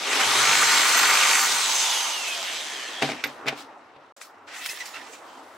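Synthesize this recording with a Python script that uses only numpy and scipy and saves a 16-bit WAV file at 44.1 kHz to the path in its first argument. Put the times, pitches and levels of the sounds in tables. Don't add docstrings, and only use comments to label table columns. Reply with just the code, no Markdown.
import sys
import numpy as np
from scipy import signal
from scipy.io import wavfile

SR = 44100
rng = np.random.default_rng(int(sys.argv[2]) if len(sys.argv) > 2 else 0)


def generate_wav(signal):
    frames = np.transpose(np.atleast_2d(signal))
    scaled = np.clip(frames, -1, 1) * 32767
    pcm = np.round(scaled).astype(np.int16)
    wavfile.write(sys.argv[1], SR, pcm)


N = 245637

# (time [s], level [dB], tilt [dB/octave])
OUTDOOR_LEVEL = [(2.9, -43.5, 3.5), (3.43, -44.5, -1), (3.72, -48, 0), (3.95, -53, -0.5), (4.23, -49, 2),
                 (4.45, -52, -0.5), (4.65, -44.5, 2.5), (5.57, -45.5, 0.5)]
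# (frequency [Hz], level [dB])
OUTDOOR_SPECTRUM = [(24, -92), (40, -62), (140, -7), (170, -42), (220, -12.5), (412, 4), (444, -15),
                    (585, 0.5), (646, -11.5), (751, -1), (1090, -0.5), (16000, -63.5)]
# (time [s], level [dB])
HUM_LEVEL = [(4.1, -84), (4.2, -73), (4.5, -85), (4.7, -90), (4.95, -74), (5.57, -69)]
# (frequency [Hz], correlation [1])
COHERENCE = [(60, 1), (180, 1), (550, 0.92), (1650, 0.59), (4970, 0.54), (15000, 0.25)]
# (time [s], left minus right [dB])
BALANCE = [(0, 0.5), (1.58, -.4), (2.13, -1.5), (3.07, .3), (4.4, 0.5), (4.98, -3.5), (5.57, 1.5)]

# (time [s], level [dB], tilt [dB/octave])
SLIDE_LEVEL = [(2.98, -68, 4), (3.7, -62, -0.5), (3.95, -60.5, -4.5), (4.12, -66, -1), (4.35, -69, 1.5),
               (4.462, -77, 9), (4.478, -44, -3.5), (4.56, -39, 2), (4.646, -38, 5.5), (4.682, -43.5, 11),
               (4.79, -43, 6), (4.93, -47, 4), (5.07, -58, 7), (5.244, -59, 4.5), (5.57, -59, 4.5)]
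# (frequency [Hz], level [dB])
SLIDE_SPECTRUM = [(290, -43), (500, -8), (729, 1), (1000, -9.5), (1930, 3.5), (3250, -0.5), (6420, -7),
                  (12700, -26), (16000, -22)]
# (time [s], peak [dB], rise [s], fall [s], tilt [dB/octave])
SCUFF_STROKES = [(3.023, -21, 0.0074, 0.049, -2.5), (3.046, -31, .02, 0.15, 0),
                 (3.1, -33.5, .03, 0.11, -0.5), (3.2, -41.5, .08, 0.11, -5.5),
                 (3.24, -29, .004, 0.019, 5.5), (3.252, -35, .01, 0.11, -3.5), (3.3, -55, .05, 0.13, -8),
                 (3.486, -23.5, 0.02, 0.022, -3.5), (3.502, -36.5, 0.012, 0.096, -7),
                 (3.575, -43, .03, 0.096, 5), (3.61, -41, 0.13, 0.054, 2), (3.964, -52.5, 0.015, 0.034, -9),
                 (4.167, -57, .004, 0.097, 11.5), (4.214, -46, 0.011, 0.089, 10),
                 (4.663, -29, 0.019, 0.026, 6.5), (4.696, -34.5, .015, 0.07, 7),
                 (4.774, -38, .006, 0.025, 3), (4.803, -38, 0.0019, 0.11, 1.5), (4.858, -37, 0.008, 0.1, 5),
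                 (4.948, -39, 0.02, 0.2, 1), (5.152, -46, .25, 0.096, 5), (5.274, -53.5, 0.048, 0.71, 2.5)]
# (time [s], length [s], pitch [Hz], level [dB], harmonic 2 [dB], harmonic 3 [dB])
TAPE_SQUEAKS = [(4.535, .02, 1840, -45, -6, -15), (4.61, 0.027, 1970, -37, -24, -23),
                (4.643, 0.022, 2670, -36, -3, -20), (4.689, 0.015, 2600, -30, -1, -22),
                (4.702, 0.022, 2060, -37.5, -4, -2), (4.772, .014, 1770, -40, -7, -12),
                (4.803, 0.026, 1955, -29.5, -16, -10.5), (4.854, 0.016, 2424, -45.5, 6, 2),
                (4.937, 0.02, 1320, -40, -3, -5), (5.012, 0.01, 1830, -40, -10, -10),
                (5.133, 0.018, 2390, -44.5, -11, -19), (5.268, 0.12, 1560, -62, 4, -4)]

# (time [s], level [dB], thud [dB], crack [dB], hardness [dB], left minus right [dB])
IMPACTS = [(3.021, -5.5, -9, -16, -7, 1), (3.0237, -5.5, -13, -4.5, -1.5, 5), (3.031, -10, -1, -10, 2, -1),
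           (3.043, -17, -1, -20, -2, -2), (3.09, -17, -3.5, -7, 0, -1), (3.1, -17.5, -5, -3, -3, 2),
           (3.118, -18, -5, -5, -1, 2), (3.239, -3.5, -27, -4.5, -3.5, -4), (3.246, -10, -20, -13, -3, -1),
           (3.257, -13, -10.5, -14, -6, 3), (3.459, -19.5, -2.5, -14, 1, 5),
           (3.466, -18.5, -6, -10, 12, -5), (3.474, -11, -9.5, -8.5, -6.5, 2),
           (3.4837, -10.5, -32, -4, 6, 2), (3.489, -11, -13, -9, -3, -1), (3.527, -21, -0.5, -30, -6, 1),
           (3.961, -36, -2, -24.5, -9, 0.0), (4.214, -24, -37, -6, -7, 4),
           (4.659, -15.5, -29, -6, -6.5, -0.5), (4.969, -22, -16, -11, -12, -8),
           (5.267, -33, -24, -21, -11, 1)]
# (frequency [Hz], level [dB], T60 [s])
BENCH_MODES = [(142.6, -11.5, 0.26), (253, -10.5, 0.33), (291, -7, 0.18), (342, -5.5, 0.025),
               (422, 2.5, 0.039), (651, -3, 0.073), (767, -0.5, 0.084), (1110, -5, 0.031)]
# (frequency [Hz], level [dB], T60 [s])
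TOOL_MODES = [(1620, -11.5, 0.049), (2060, 0, 0.0089), (2290, 10, 0.012), (2670, 2, 0.0058),
              (3560, 6.5, 0.0074), (4450, -0.5, 0.0086), (5900, -9, 0.0085), (7330, -30, 0.013),
              (8900, -15, 0.011), (11500, -14, 0.0082)]
# (time [s], level [dB])
STEEL_PINGS = [(3.242, -28), (3.268, -36), (3.49, -46)]
# (start [s], end [s], frequency [Hz], bandwidth [Hz], level [dB], rise [s], fall [s])
SINGING_PARTS = [(1.82, 2.05, 2960, 270, -35.5, 0.087, .08), (1.5, 1.56, 3800, 200, -38.5, .06, .1),
                 (1.3, 1.92, 6900, 410, -38, .1, 0.16), (0.44, 0.56, 6600, 220, -34.5, 0.035, .15),
                 (0.67, 1.4, 6230, 190, -36, .2, .3), (1.72, 2.046, 6280, 115, -34, 0.11, 0.21),
                 (0.51, 1.1, 4200, 150, -35, .08, .06), (0.08, 0.21, 418, 70, -40, 0.092, 0.17),
                 (.4, 0.85, 470, 48, -50, .3, .3), (1.54, 2.075, 933, 350, -36.5, 0.17, 0.3),
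                 (2.29, 2.4, 678, 70, -45.5, 0.11, 0.27), (2.67, 3.0, 1790, 250, -44, 0.25, 0.23),
                 (2.3, 2.35, 3180, 420, -40.5, 0.18, 0.22), (2.46, 2.61, 3360, 910, -39, 0.27, 0.12),
                 (2.77, 2.94, 3190, 390, -43.5, 0.49, 0.23), (2.985, 3.005, 3300, 270, -38.5, .05, 0.027),
                 (4.56, 4.66, 1420, 330, -49.5, 0.16, 0.043), (4.965, 4.972, 1546, 440, -38, 0.019, 0.016),
                 (4.56, 4.73, 1850, 470, -45, 0.042, 0.13), (4.96, 4.98, 1870, 330, -47, 0.27, .2),
                 (4.6, 4.73, 2640, 110, -48, .08, 0.09), (4.945, 4.975, 2680, 140, -44, 0.01, 0.035),
                 (4.89, 4.95, 6900, 250, -57, .03, 0.11)]

# (time [s], frequency [Hz], level [dB])
HOUSING_RING = [(.54, 7680, -50), (.565, 7665, -33), (.66, 7630, -31), (.825, 7595, -31), (.865, 7590, -44),
                (.95, 7590, -38), (.98, 7590, -33.5), (1.09, 7560, -33), (1.13, 7580, -37),
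                (1.185, 7580, -34), (1.215, 7570, -42), (1.26, 7590, -35.5), (1.415, 7600, -31.5),
                (1.44, 7585, -50)]
# (time [s], level [dB], tilt [dB/octave])
RASP_LEVEL = [(0, -41, -0.5), (.12, -26, 0.5), (.18, -31, 4), (.26, -30.5, -4), (.4, -23, -2),
              (.52, -22.5, -2), (.98, -23, -1.5), (1.2, -22, -0.5), (1.38, -21, 0), (1.54, -29, -2.5),
              (2.04, -39.5, 1), (2.09, -52, -1), (2.39, -54, 3.5), (2.5, -51.5, -4)]
# (frequency [Hz], level [dB])
RASP_SPECTRUM = [(29, -60), (50, -34), (162, -24.5), (403, -9), (693, -5), (1190, 2), (1270, 8.5),
                 (2190, 2.5), (5120, -13.5), (7560, 3), (9000, 0), (11700, -36), (19800, -120)]
# (time [s], peak [dB], rise [s], fall [s], tilt [dB/octave])
RASP_CATCHES = [(.21, -21, 0.057, .06, -2), (1.06, -21.5, 0.14, .04, -1.5), (2.07, -36, .06, .016, 1),
                (2.285, -36, .006, .14, 4.5)]
# (frequency [Hz], bandwidth [Hz], level [dB])
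BLOCK_MODES = [(258, 41, -21.5), (408, 33, -18), (794, 17, -5.5), (919, 16, 1), (1055, 13, -3.5),
               (1200, 20, 3), (1347, 20, 0), (1473, 54, 1), (1940, 45, -1), (2189, 42, 2), (2373, 40, -5),
               (3280, 56, -13)]
# (time [s], level [dB])
JERK_LEVEL = [(.2, -40), (.5, -6.5), (.7, -13), (1.0, -15.5), (1.15, -9), (1.4, -7.5), (1.439, -42)]
# (frequency [Hz], bandwidth [Hz], level [dB])
RAP_MODES = [(1590, 1100, -1.5), (2324, 960, 6), (3260, 1200, -7)]
# (frequency [Hz], level [dB])
CHIP_SPECTRUM = [(1000, -13.5), (1400, -14.5), (1750, -16), (2250, -8), (2900, -16.5), (4500, -17)]

# (time [s], level [dB], tilt [dB/octave])
MOTOR_LEVEL = [(0.0, -32, -3.5), (0.15, -23, -2), (0.35, -19.5, -0.5), (0.6, -22.5, 3), (1.24, -20.5, 0.5),
               (1.43, -25, 3), (1.84, -24, 1), (2.3, -29.5, -0.5), (2.98, -35.5, -2.5), (3.14, -40.5, -8.5),
               (3.27, -52, 3), (3.45, -63, 2.5)]
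# (frequency [Hz], level [dB])
MOTOR_SPECTRUM = [(53, -70.5), (90, -44.5), (165, -27), (249, -13), (353, -11), (998, -0.5), (1570, -3.5),
                  (2890, 3.5), (5780, -3), (6300, -2), (12900, -21), (14200, -21.5), (16000, -30)]
# (frequency [Hz], bandwidth [Hz], level [dB])
HOUSING_MODES = [(3010, 100, -39.5), (6190, 210, -12), (7360, 17, -18), (8920, 110, -18)]
# (time [s], once a turn [dB], twice a turn [dB])
SHAFT_LEVEL = [(.2, -85, -69), (.3, -74, -50), (.48, -80, -46.5), (.6, -55.5, -51), (.75, -64.5, -58.5),
               (1.26, -64, -74), (1.4, -85, -81)]
# (time [s], level [dB])
MESH_LEVEL = [(0, -39), (.07, -27), (.14, -43), (.22, -37), (.28, -33), (.34, -53)]
# (time [s], frequency [Hz], level [dB], extra on harmonic 2 [dB], on 3 [dB], on higher ones [dB])
SLOT_TONE = [(0, 1529, -34, -22, -22, -22), (.12, 2406, -29, -20, -20, -13),
             (.21, 2940, -26.5, -15, -18, -15), (.25, 3184, -32, -13, -16, -14),
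             (.32, 3570, -33, -17, -14, -15), (.42, 3986, -33, -9.5, -12, -12),
             (.5, 4260, -36.5, -10, -10, -15), (.72, 4520, -35, 3, -12, -3), (.79, 4545, -31, 3, -2, 0),
             (.89, 4545, -33, 4, -8, 0), (.97, 4545, -32, 2, 4, 3), (1.1, 4530, -30, 1.5, 1, 4),
             (1.3, 4540, -31, 1.5, -4, 4), (1.42, 4520, -30, -2, 2, 2), (1.46, 4460, -33.5, 4, -3, 0),
             (1.52, 4310, -45, 14, 0, 8), (1.58, 4184, -34, 3, -7, -4), (1.67, 3950, -34.5, 1, -11, -8.5),
             (1.76, 3765, -35.5, 0, 0, -1), (1.84, 3580, -31, -4, 1, -5), (1.93, 3380, -34, -1, 10, 1),
             (2.0, 3215, -34, 0, 10, 2), (2.09, 3010, -42, 4, 12, 6), (2.15, 2887, -31.5, -8, -2, -6),
             (2.22, 2703, -36.5, -12, -5, -12), (2.32, 2533, -32.5, -4, -6, -4), (2.38, 2404, -46, 0, 2, 8),
             (2.55, 2018, -39, -6, 2, 6), (2.63, 1840, -38, -2, 0, 6), (2.68, 1754, -40, -6, 0, 5),
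             (2.76, 1590, -41.5, 7, 4, 7), (2.87, 1402, -46, 2, 10, 3), (3.0, 1070, -46, -7, 6, 0),
             (3.2, 714, -58, -3, 0, 0.5)]
SLOT_HARMONICS = [0, -3, -11.5, -17, -21, -25]
# (frequency [Hz], gain [dB])
HOUSING_GAIN = [(700, -35), (1800, -28), (2500, -2), (3300, -1), (4100, 0.5), (4500, -4), (5400, -14),
                (6300, -3.5), (8100, -1), (9100, -10.5), (10000, -7), (13500, 2.5), (16000, -8),
                (20000, -71)]
# (time [s], depth [dB])
THROB_DEPTH = [(0, 10), (.25, 12), (.5, 8), (.75, 3), (1.43, 3)]

SLOTS, SLOT_CYCLES_PER_SHAFT_TURN, MESH_PER_SLOT_CYCLE = 12, 61.5, 1.29
MAINS_HZ, POWER_OFF_S = 50, THROB_DEPTH[-1][0]
JERK_S, THROB_LAG_S = 1.1935, .002
TIME = np.arange(N) / SR


def from_db(db):
    return 10 ** (np.asarray(db) / 20)


def rms_one(x):
    return x / np.sqrt(np.mean(x ** 2) + 1e-20)


def in_time(rows, off=None):
    times, *columns = np.transpose(rows)
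    return [np.interp(TIME, times, column, off, off) for column in columns]


def at_hz(points, hz):
    frequencies, values = np.transpose(points)
    return np.interp(np.log(hz), np.log(frequencies), values)


def drift(rate, size=N):
    step = 40
    pole = np.exp(-2 * np.pi * rate * step / SR)
    slow = signal.lfilter([1], [1, -2 * pole, pole * pole], rng.standard_normal(size // step + 2002))
    slow = rms_one(slow[2000:])
    return np.interp(np.arange(size) / step, np.arange(len(slow)), slow)


def resonance(x, hz, width):
    r = np.exp(-np.pi * width / SR)
    feedback = [1, -2 * r * np.cos(2 * np.pi * hz / SR), r * r]
    return signal.lfilter(np.array([1, 0, -1]) * (1 - r * r) / 2, feedback, x + 1e-18)


def double_resonance(x, hz, width):
    return resonance(resonance(x, hz, width), hz, width)


def butterworth(x, order, hz, kind):
    return signal.sosfilt(signal.butter(order, hz, kind, fs=SR, output="sos"), x)


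def stroke(t, start, end, peak_db, rise, fall):
    return peak_db - 20 * (np.maximum(start - t, 0) / rise + np.maximum(t - end, 0) / fall)


def with_strokes(curve, strokes):
    times, level_db, tilt_db = np.transpose(curve)
    t = np.arange(times[0], times[-1], .001)
    stroke_db = [stroke(t, at, at, db, rise, fall) for at, db, rise, fall, _ in strokes]
    power = from_db([np.interp(t, times, level_db)] + stroke_db) ** 2
    tilts = np.array([np.interp(t, times, tilt_db)] + [np.full_like(t, row[-1]) for row in strokes])
    return np.transpose([t, 10 * np.log10(power.sum(axis=0)), np.average(tilts, axis=0, weights=power)])


def grainy_noise(spectrum, curve, grain_db, patchy_db, modes=(), modulation=1):
    span = slice(int(curve[0][0] * SR), int(curve[-1][0] * SR))
    level_db, tilt_db = (column[span] for column in in_time(curve))
    size = len(level_db)
    white = rng.standard_normal((2, 2, size)) * np.broadcast_to(modulation, N)[span]
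    white *= from_db(grain_db * np.minimum(rng.exponential(1, size), 6))
    bands, edges = 0, 45 * 2 ** np.arange(0, 9, .5)
    for k, (low, high) in enumerate(zip(edges, edges[1:])):
        hz = np.sqrt(low * high)
        mid, side = butterworth(white[k % 2], 2, [low, high], "band")
        ringing = sum(from_db(db) * resonance(mid, f, width) for f, width, db in modes if low <= f < high)
        alike = at_hz(COHERENCE, hz)
        stereo = np.sqrt(1 + alike) * mid + np.sqrt(1 - alike) * side * [[1], [-1]]
        gain = from_db(tilt_db * np.log2(hz / 3000) + patchy_db * drift(9, size))
        bands = bands + gain * (from_db(at_hz(spectrum, hz)) * stereo + 3.7 * ringing)
    out = np.zeros((2, N))
    out[:, span] = from_db(level_db) * rms_one(bands)
    return out


def background():
    outdoors = grainy_noise(OUTDOOR_SPECTRUM, OUTDOOR_LEVEL, grain_db=.5, patchy_db=2)
    hum = rms_one(double_resonance(rng.standard_normal(N), hz=94.2, width=4))
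    return outdoors + from_db(in_time(HUM_LEVEL)[0]) * hum


def room(x, t60=.25, level_db=-23):
    t = np.arange(int(t60 * SR)) / SR
    tail = rng.standard_normal((2, len(t))) * from_db(-60 * t / t60) * (t > .004)
    tail = rms_one(signal.lfilter([1], [1, -.5], tail)) / np.sqrt(len(t))
    return from_db(level_db) * signal.fftconvolve(x[None], tail, axes=1)[:, :N]


def sliding():
    curve = with_strokes(SLIDE_LEVEL, SCUFF_STROKES)
    return grainy_noise(SLIDE_SPECTRUM, curve, grain_db=2.5, patchy_db=2, modulation=from_db(drift(71)))


def tape_squeaks():
    out = np.zeros(N)
    for start, length, hz, level_db, *upper_db in TAPE_SQUEAKS:
        t = np.arange(int(length * SR)) / SR
        phase = 2 * np.pi * np.cumsum(hz * (1 + .17 * rng.standard_normal(len(t)))) / SR
        envelope = np.minimum(1, np.minimum(t / .001, (length - t) / .004)) * from_db(level_db - 1.5)
        tone = sum(from_db(db) * np.sin(k * phase) for k, db in enumerate([0, *upper_db], 1))
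        out[round(start * SR):][:len(t)] += envelope * tone
    return out


def struck_body(blow, modes):
    body = 0
    for hz, db, t60 in modes:
        width = np.log(1000) / np.pi / t60
        body = body + from_db(db + 2 * rng.standard_normal()) * t60 * resonance(blow, hz, width)
    return body / np.abs(body).max()


def knocks(steel_hz=13380, steel_t60=.035):
    out, size = np.zeros((2, N)), int(.3 * SR)
    t = np.arange(size) / SR
    for start, level_db, thud_db, crack_db, hard_db, pan_db in IMPACTS:
        contact = rng.standard_normal(size) * (t / .0013 * np.exp(-t / .00064) + .049 * np.exp(-t / .014))
        corner_hz = min(9000 * from_db(2.9 * hard_db), 15000)
        pole = np.exp(-2 * np.pi * corner_hz / SR)
        softened = signal.lfilter([1], [1, -2 * pole, pole * pole], contact)
        thud = struck_body(butterworth((t == 0) + .3 * contact, 2, 2150, "low"), BENCH_MODES)
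        crack = struck_body(butterworth(softened, 4, 1250, "high"), TOOL_MODES)
        pan = from_db([[pan_db / 2], [-pan_db / 2]])
        knock = from_db(thud_db) * thud + from_db(crack_db) * pan * crack
        at = round(start * SR)
        out[:, at:at + size] += from_db(level_db) * knock[:, :N - at]
    ping = from_db(-60 * t / steel_t60) * np.minimum(t / .0015, 1) * np.sin(2 * np.pi * steel_hz * t)
    for start, level_db in STEEL_PINGS:
        out[:, round(start * SR):][:, :size] += from_db(level_db) * ping
    return butterworth(out, 4, 121, "high")


def singing_parts():
    out, shake = np.zeros(N), rng.standard_normal(N)
    for start, end, hz, width, level_db, rise, fall in SINGING_PARTS:
        span = slice(int(max(start - 2 * rise, 0) * SR), int((end + 2 * fall) * SR))
        envelope = from_db(stroke(TIME[span], start, end, level_db, rise, fall))
        out[span] += envelope * rms_one(double_resonance(shake[span], hz, width))
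    return out


def housing_ring():
    level_db = in_time(HOUSING_RING, off=-120)[1] + 2 * drift(40)
    hz = in_time(HOUSING_RING)[0] * (1 + .002 * drift(140))
    return np.sqrt(2) * from_db(level_db) * np.sin(2 * np.pi * np.cumsum(hz) / SR)


def rasp(mains):
    flutter = from_db(1.34 * drift(87) + 1.5 * mains)
    curve = with_strokes(RASP_LEVEL, RASP_CATCHES)
    return grainy_noise(RASP_SPECTRUM, curve, grain_db=3, patchy_db=1, modes=BLOCK_MODES, modulation=flutter)


def bit_raps():
    at = (np.arange(JERK_S % (1 / MAINS_HZ), JERK_LEVEL[-1][0], 1 / MAINS_HZ) * SR).astype(int)
    load, out = from_db(in_time(JERK_LEVEL, off=-120)[0]), 0
    for hz, width, db in RAP_MODES:
        scatter_db = 1.6 * np.clip(rng.standard_normal(len(at)), -2, 1.5)
        clicks = np.zeros(N)
        clicks[at] = load[at] * from_db(db + scatter_db) * rng.choice([-1, 1], len(at))
        out = out + double_resonance(clicks, hz, width) * SR / (2 * np.pi * width)
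    return out


def chips(per_second=400, pitches=14):
    out, size = np.zeros(N), int(JERK_LEVEL[-1][0] * SR)
    level_db = in_time(RASP_LEVEL)[0][:size] + 18 + 4.5 * np.minimum(rng.exponential(1, size), 3)
    clicks = from_db(level_db) * (rng.random(size) < per_second / SR)
    pitch_index = rng.integers(0, pitches, size)
    for k, hz in enumerate(np.geomspace(CHIP_SPECTRUM[0][0], CHIP_SPECTRUM[-1][0], pitches)):
        width = .675 * hz
        ringing = double_resonance(clicks * (pitch_index == k), hz, width) * SR / (2 * np.pi * width)
        out[:size] += from_db(at_hz(CHIP_SPECTRUM, hz)) * ringing
    return out


def motor_noise(slot_phase):
    turn = from_db(2 * np.cos(slot_phase / SLOTS))
    return grainy_noise(MOTOR_SPECTRUM, MOTOR_LEVEL, grain_db=2.5, patchy_db=1.56,
                        modes=HOUSING_MODES, modulation=turn)


def shaft_hum(slot_phase):
    angle = slot_phase / SLOT_CYCLES_PER_SHAFT_TURN
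    levels = in_time(SHAFT_LEVEL, off=-120)
    return sum(from_db(db + 2.5 * drift(15)) * np.sin(k * angle) for k, db in enumerate(levels, 1))


def gear_mesh(slot_phase):
    level_db = in_time(MESH_LEVEL, off=-120)[0] + 2.6 * drift(40)
    return from_db(level_db) * np.sin(MESH_PER_SLOT_CYCLE * slot_phase)


def slot_whine(slot_phase):
    slot_hz, level_db, second_db, third_db, higher_db = in_time(SLOT_TONE)
    extras = [0, second_db, third_db, higher_db, higher_db, higher_db]
    out = 0
    for k, (harmonic_db, extra_db) in enumerate(zip(SLOT_HARMONICS, extras), 1):
        radiated_db = level_db + harmonic_db + extra_db + at_hz(HOUSING_GAIN, k * slot_hz) + 2
        flicker_db = 1.8 * drift(22) + 3 * drift(90)
        out = out + from_db(radiated_db + flicker_db) * np.sin(k * slot_phase)
    return out


def drill():
    powered = TIME < POWER_OFF_S
    waver = .002 * drift(60) + np.where(powered, .008, .0055) * drift(400)
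    slot_phase = 2 * np.pi * np.cumsum(in_time(SLOT_TONE)[0] * (1 + waver)) / SR
    mains = np.cos(2 * np.pi * MAINS_HZ * (TIME - JERK_S - THROB_LAG_S)) * powered
    throb = from_db(in_time(THROB_DEPTH, off=0)[0] * (mains - .7))
    turning = TIME < SLOT_TONE[-1][0]
    whine = (slot_whine(slot_phase) + gear_mesh(slot_phase)) * throb * turning
    machine = whine + shaft_hum(slot_phase) + motor_noise(slot_phase)
    return machine + housing_ring() + rasp(mains) + bit_raps() + chips()


def scene():
    sustained = sliding() + background()
    transients = knocks() + tape_squeaks()
    sustained += drill() + singing_parts()
    pan_db = in_time(BALANCE)[0]
    return sustained * from_db([pan_db / 2, -pan_db / 2]) + transients + room(transients.mean(axis=0))


def record(dry, ceiling=.7, silence_from_s=4.124, silence_to_s=4.164, cutoff_hz=16200):
    rounded = ceiling * np.tanh(dry / ceiling)
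    gate = np.clip(np.maximum(silence_from_s - TIME, TIME - silence_to_s) / .0013, 0, 1)
    return signal.sosfilt(signal.cheby2(22, 70, cutoff_hz, fs=SR, output="sos"), rounded * gate)


dry = scene()
out = record(dry)
generate_wav(out)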